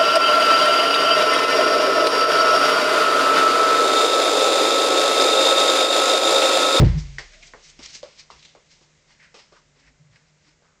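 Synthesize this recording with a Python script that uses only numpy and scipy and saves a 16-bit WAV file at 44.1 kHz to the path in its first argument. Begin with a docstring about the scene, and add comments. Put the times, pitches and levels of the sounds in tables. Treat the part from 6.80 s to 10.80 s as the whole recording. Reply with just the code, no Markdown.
"""Night, beside a small door camera. A door has just slammed: its low boom overloads the microphone
and dies away, leaving faint street air and hum. Someone runs off over paving and asphalt: clothes
swish between the strides, soles pop and grate, and the pops echo in the porch and street.
A faint whine rises under the first steps; a few low swells follow.
From 2.3 s, far scuffs come back from the house fronts."""
import sys
import numpy as np
from scipy import signal
from scipy.fft import rfft, irfft
from scipy.io import wavfile
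from scipy.ndimage import uniform_filter1d

SR = 44100
rng = np.random.default_rng(int(sys.argv[2]) if len(sys.argv) > 2 else 0)


def dump_mix(stems):
    """Bounce the given channels to the path in sys.argv[1] as a 16-bit WAV at rate SR."""
    frames = np.atleast_2d(stems).T  # one column per channel
    limited = np.clip(frames, -1, 1)  # hard clip at full scale
    pcm = np.round(limited * 32767).astype(np.int16)
    wavfile.write(sys.argv[1], SR, pcm)


N = 176400
GRAIN_DB = 1  # rms unevenness of rubbing and rattling


def amp(db):
    """Decibels to gain."""
    return 10 ** (np.asarray(db) / 20)


def clock():
    """Sample times in s."""
    return np.arange(N) / SR


def unit_rms(x):
    """Scale to rms 1."""
    return x / np.sqrt(np.mean(x ** 2) + 1e-20)


def jitter(samples):
    """Moving average of white noise, rms 1."""
    return unit_rms(uniform_filter1d(rng.standard_normal(N), size=samples))


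def log_interp(points, hz):
    """Table lookup on a log-frequency axis."""
    table_hz, value = np.transpose(points)
    return np.interp(np.log(hz + 1), np.log(table_hz), value)


def noise(colour, grain_db=0):
    """Noise of rms 1, filtered by colour(hz); grain_db clumps it into millisecond grains."""
    white = amp(grain_db * jitter(50)) * rng.standard_normal(N)
    return unit_rms(irfft(rfft(white) * colour(np.fft.rfftfreq(N, 1 / SR)), N))


def shaped(spectrum):
    """Colour from a spectrum table."""
    return lambda hz: amp(log_interp(spectrum, hz))


def band(centre_hz, sigma_oct, floor=0):
    """Colour of one Gaussian band above a flat floor."""
    return lambda hz: np.exp(-.5 * (np.log2((hz + 1) / centre_hz) / sigma_oct) ** 2) + floor


def swell(peak_s, rise_s, fall_s):
    """Exponential rise to a peak, exponential fall."""
    t = clock() - peak_s
    return np.exp(-np.maximum(-t / rise_s, t / fall_s))


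def strike(age_s, decay_s, attack_s=.002):
    """Linear attack, exponential decay."""
    return np.minimum(age_s / attack_s, 1) * np.exp(-age_s / decay_s)


def glide(track, waver):
    """Sine along a pitch and level track; waver is the rms jitter as a share of pitch."""
    t = clock()
    time_s, pitch_hz, level_db = np.transpose(track)
    hz = np.interp(t, time_s, pitch_hz) * (1 + waver * jitter(300))
    level = amp(np.interp(t, time_s, level_db, -np.inf, -np.inf))
    return level * np.sqrt(2) * np.sin(2 * np.pi * np.cumsum(hz) / SR)


# Door and porch modes: pitch_hz, level_db, t60_s
DOOR_MODES = [(31.6, -36.5, 2.2), (50.8, -5.5, 0.57), (77.2, -6.5, 0.46), (97.95, 7, .11),
              (115.86, 3.5, 0.26), (140.8, 6, 0.19), (169.6, -5.5, 0.31), (333.3, -17, .2),
              (432, -12.5, .16), (592, -26, 0.21), (788, -23.5, .1)]
# Rattle spectrum: freq_hz, relative_db
RATTLE_SPECTRUM = [(100, -18), (300, 9), (600, 2.5), (1300, -3), (2100, 0), (2700, -6.5), (5000, -7.5),
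                   (8000, -24)]
# Panel shudder: time_s, pitch_hz, level_db
SHUDDER_TRACK = [(.125, 174.4, -43), (.175, 155.4, -18.5), (.215, 150, -37.5), (.265, 136.8, -41.5),
                 (.38, 133.7, -46), (.46, 138.2, -66.5)]


def door(slam_age_s=.00578, rattle_db=-28, rattle_fade_db_per_s=111):
    """Low modes ring on from the slam, the fittings rattle, the panel shudders with sagging pitch."""
    t = clock() + slam_age_s
    boom = sum(amp(db - 60 * t / t60_s) * np.sin(2 * np.pi * hz * t) for hz, db, t60_s in DOOR_MODES)
    shudder = glide(SHUDDER_TRACK, waver=.046)
    rattle = amp(rattle_db - rattle_fade_db_per_s * t) * noise(shaped(RATTLE_SPECTRUM), GRAIN_DB)
    return boom + shudder + rattle


# Night air spectrum: freq_hz, relative_db
AIR_SPECTRUM = [(15, -31.5), (28, -5.5), (55, -3), (95, -9), (200, -8.5), (272, -14.5), (421, -13),
                (578, -11.5), (738, -18), (1300, -19), (2100, -17.5), (3000, -23), (5000, -23),
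                (7280, -19.5), (8420, -33.5)]


def night_air(air_db=-61, fade_db_per_s=1, hum_db=-69.5, hum_hz=151.7):
    """Slowly fading broadband air and a wavering hum of narrowband noise."""
    air = amp(air_db - fade_db_per_s * clock()) * noise(shaped(AIR_SPECTRUM))
    hum = amp(hum_db) * noise(band(hum_hz, sigma_oct=.07))
    return air + hum


# Fabric rub spectrum: freq_hz, relative_db
CLOTH_SPECTRUM = [(200, -11.5), (600, -18.5), (1300, -13), (2200, -4), (3400, -5), (5200, -5.5),
                  (6800, -6.5), (8200, -18.5)]
# Clothing swishes: peak_s, level_db, rise_s, fall_s, hiss_hz
CLOTH_SWISHES = [(0.188, -40.5, 0.0082, 0.03, 5100), (0.539, -50, 0.024, 0.03, 1940),
                 (0.63, -44, .006, 0.022, 2340), (0.673, -47, .02, 0.02, 5570),
                 (0.85, -47.5, 0.02, 0.039, 5100), (0.901, -48, .02, 0.018, 6000),
                 (1.033, -39, 0.007, 0.049, 4600), (1.061, -35.5, 0.0049, 0.0047, 5200),
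                 (1.105, -44.5, .025, 0.014, 4700), (1.152, -36, 0.02, 0.027, 5100),
                 (1.397, -41, 0.013, 0.021, 4700), (1.595, -52, .012, 0.023, 4160),
                 (1.628, -47.5, 0.0016, 0.017, 3600), (1.651, -41.5, .0018, 0.011, 3900),
                 (1.69, -54, 0.056, 0.044, 3750), (1.916, -52.5, .014, 0.053, 5100),
                 (2.03, -59.5, 0.021, .03, 5200)]


def clothes(rustle_db=-51, fade_db_per_s=7.67, hiss_share=.46):
    """Fabric rustles, fading with distance; each limb swing adds a broad rub and a narrower hiss."""
    rub = noise(shaped(CLOTH_SPECTRUM), GRAIN_DB)
    rub_power = amp(rustle_db - fade_db_per_s * clock()) ** 2
    hiss = np.zeros(N)
    for peak_s, level_db, rise_s, fall_s, hiss_hz in CLOTH_SWISHES:
        level = amp(level_db) * swell(peak_s, rise_s, fall_s)
        rub_power += (1 - hiss_share) * level ** 2
        hiss += np.sqrt(hiss_share) * level * noise(band(hiss_hz, sigma_oct=.32), GRAIN_DB)
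    return np.sqrt(rub_power) * rub + hiss


# Sole thud spectrum: freq_hz, relative_db
THUD_SPECTRUM = [(100, -8.5), (250, -9), (420, 4.5), (700, -1), (1200, -3), (1900, -17), (3500, -31),
                 (8000, -60)]
# Road grit spectrum, also under the scuffs: freq_hz, relative_db
GRIT_SPECTRUM = [(200, -48), (900, 0), (1600, -4.5), (2100, 0), (2700, 0.5), (3600, -1.5), (5200, 2.5),
                 (8000, -14)]
# Footfalls: start_s, pop_db, pop_hz, pop_rise_s, tick_db, thud_db, grit_db, grit_decay_s
FOOTFALLS = [ (0.3841, -19.5, 1890, 0.00089, -25, -41, -36.5, 0.037),
             (0.7362, -32, 1721, 0.0006, -48, -43, -63, 0.018),
             (0.99, -44.5, 284, 0.004, -49, -51, -46, 0.052),
             (1.23, -30, 546, 0.004, -33, -43.5, -49.5, 0.097),
             (1.5022, -32, 1044, 0.0011, -46, -50, -48, 0.06),
             (1.7502, -44, 630, 0.0016, -49, -51, -66, 0.074),
             (2.010, -59.5, 360, 0.0048, -62, -62.5, -74, 0.024),
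             (2.543, -47.5, 507, 0.0027, -42.5, -48.5, -47.5, 0.062),
             (2.722, -51, 574, 0.0029, -60, -55, -62.5, 0.097),
             (2.959, -60, 520, 0.00095, -68, -64, -67, .07), (3.821, -63, 880, 0.0013, -67, -64, -72, .04)]


def footfalls(tick_decay_s=.00069, thud_decay_s=.033):
    """Each sole ticks and pops on the ground, then thuds and grates. Returns (pops, crunch)."""
    thud = noise(shaped(THUD_SPECTRUM))
    grit = noise(shaped(GRIT_SPECTRUM), GRAIN_DB)
    pops, crunch = np.zeros(N), np.zeros(N)
    for start_s, pop_db, pop_hz, pop_rise_s, tick_db, thud_db, grit_db, grit_decay_s in FOOTFALLS:
        age_s = np.maximum(clock() - start_s, 0)
        pulse = age_s / pop_rise_s * np.exp((1 - (age_s / pop_rise_s) ** 2) / 2)
        pops += amp(pop_db) * pulse * np.sin(2 * np.pi * pop_hz * age_s)
        pops += amp(tick_db) * (age_s > 0) * np.exp(-age_s / tick_decay_s) * grit
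        crunch += amp(thud_db) * strike(age_s, thud_decay_s) * thud
        crunch += amp(grit_db) * strike(age_s, grit_decay_s) * grit
    return pops, crunch


# Porch reflections: delay_s, gain
PORCH_ECHOES = [(.0032, 0.28), (.0085, 0.39), (.0118, 0.26), (.030, .14), (.038, 0.049)]
# Street reverberation: freq_hz, t60_s
STREET_DECAY = [(200, 0.34), (600, .2), (2000, 0.29), (8000, 0.21)]


def street_echo(source, wet_db=-7, wet_db_per_s=3):
    """Porch reflections and a diffuse tail whose share grows as the runner gets farther away."""
    t = clock()
    early = sum(gain * np.interp(t - delay_s, t, source, 0) for delay_s, gain in PORCH_ECHOES)
    hz, age_s, spectra = signal.stft(rng.standard_normal(SR), SR, nperseg=256)
    t60_s = log_interp(STREET_DECAY, hz)[:, None]
    tail = signal.istft(spectra * amp(-60 * age_s / t60_s), SR)[1]
    send = source * amp(wet_db + wet_db_per_s * t)
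    return early + signal.fftconvolve(send, tail / np.linalg.norm(tail))[:N]


# Faint whine: time_s, pitch_hz, level_db
WHINE_TRACK = [(.49, 547, -74), (.53, 596, -61), (0.591, 668, -62), (.64, 675, -68), (.72, 667, -70),
               (0.779, 704, -97)]


def whine():
    """A brief, unsteady rising tone."""
    return glide(WHINE_TRACK, waver=.065)


# Low swells: peak_s, level_db, rise_s, fall_s, centre_hz
LOW_SWELLS = [(1.06, -56.5, 0.054, 0.034, 68), (1.57, -54.5, 0.044, 0.02, 58),
              (3.06, -63, 0.082, 0.089, 58), (3.06, -68, 0.13, 0.12, 254), (3.215, -50, 0.03, 0.087, 145.6),
              (3.3, -62, .02, 0.039, 120), (3.681, -62.5, 0.017, 0.016, 313)]


def low_swells():
    """Narrow bands of low noise grow and die away."""
    return sum(amp(level_db) * swell(peak_s, rise_s, fall_s) * noise(band(centre_hz, sigma_oct=.14))
               for peak_s, level_db, rise_s, fall_s, centre_hz in LOW_SWELLS)


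# Distant sole scuffs: peak_s, scrape_db, rise_s, fall_s, centre_hz, grit_db
FAR_SCUFFS = [(2.309, -62.5, 0.024, 0.044, 1850, -55.5), (2.401, -53, 0.0024, .015, 1990, -71),
              (2.438, -51, 0.024, 0.041, 1870, -57.5), (2.594, -69, 0.019, 0.039, 910, -50),
              (2.769, -56.5, 0.033, 0.03, 1250, -60), (3.0, -64, .015, 0.018, 2000, -61),
              (3.079, -57.5, 0.038, .02, 1910, -60), (3.335, -66, .02, 0.088, 1720, -62.5),
              (3.359, -51, 0.001, 0.0075, 1950, -58), (3.49, -77, 0.017, 0.015, 2220, -68),
              (3.685, -70, 0.055, 0.043, 1750, -60), (3.86, -63.5, .03, 0.084, 1303, -69.5)]


def scuffs():
    """Soles scrape the gritty road farther off."""
    grit = noise(shaped(GRIT_SPECTRUM), GRAIN_DB)
    out = np.zeros(N)
    for peak_s, scrape_db, rise_s, fall_s, centre_hz, grit_db in FAR_SCUFFS:
        scrape = noise(band(centre_hz, sigma_oct=.36, floor=amp(-28)), GRAIN_DB)
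        out += swell(peak_s, rise_s, fall_s) * (amp(scrape_db) * scrape + amp(grit_db) * grit)
    return out


def scene():
    """Mono mix of door, runner and night background."""
    pops, crunch = footfalls()
    slam = door()
    runner = pops + street_echo(pops) + crunch + clothes() + scuffs()
    return (slam + runner + night_air() + low_swells() + whine())[None]


def record(dry):
    """The small microphone rings in its port and overloads; a low-pass follows."""
    port_hz, port_width_hz, port_gain = 2080, 130, .4
    clip_level, cutoff_hz = .41, 8550
    port = signal.iirpeak(port_hz, port_hz / port_width_hz, SR)
    heard = dry + port_gain * signal.lfilter(*port, dry)
    clipped = heard / (1 + (heard / clip_level) ** 12) ** (1 / 12)
    lowpass = signal.firwin(201, cutoff_hz, window=("kaiser", 9), fs=SR)
    return signal.oaconvolve(clipped, lowpass[None], "same")


dry = scene()
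out = record(dry)
dump_mix(out)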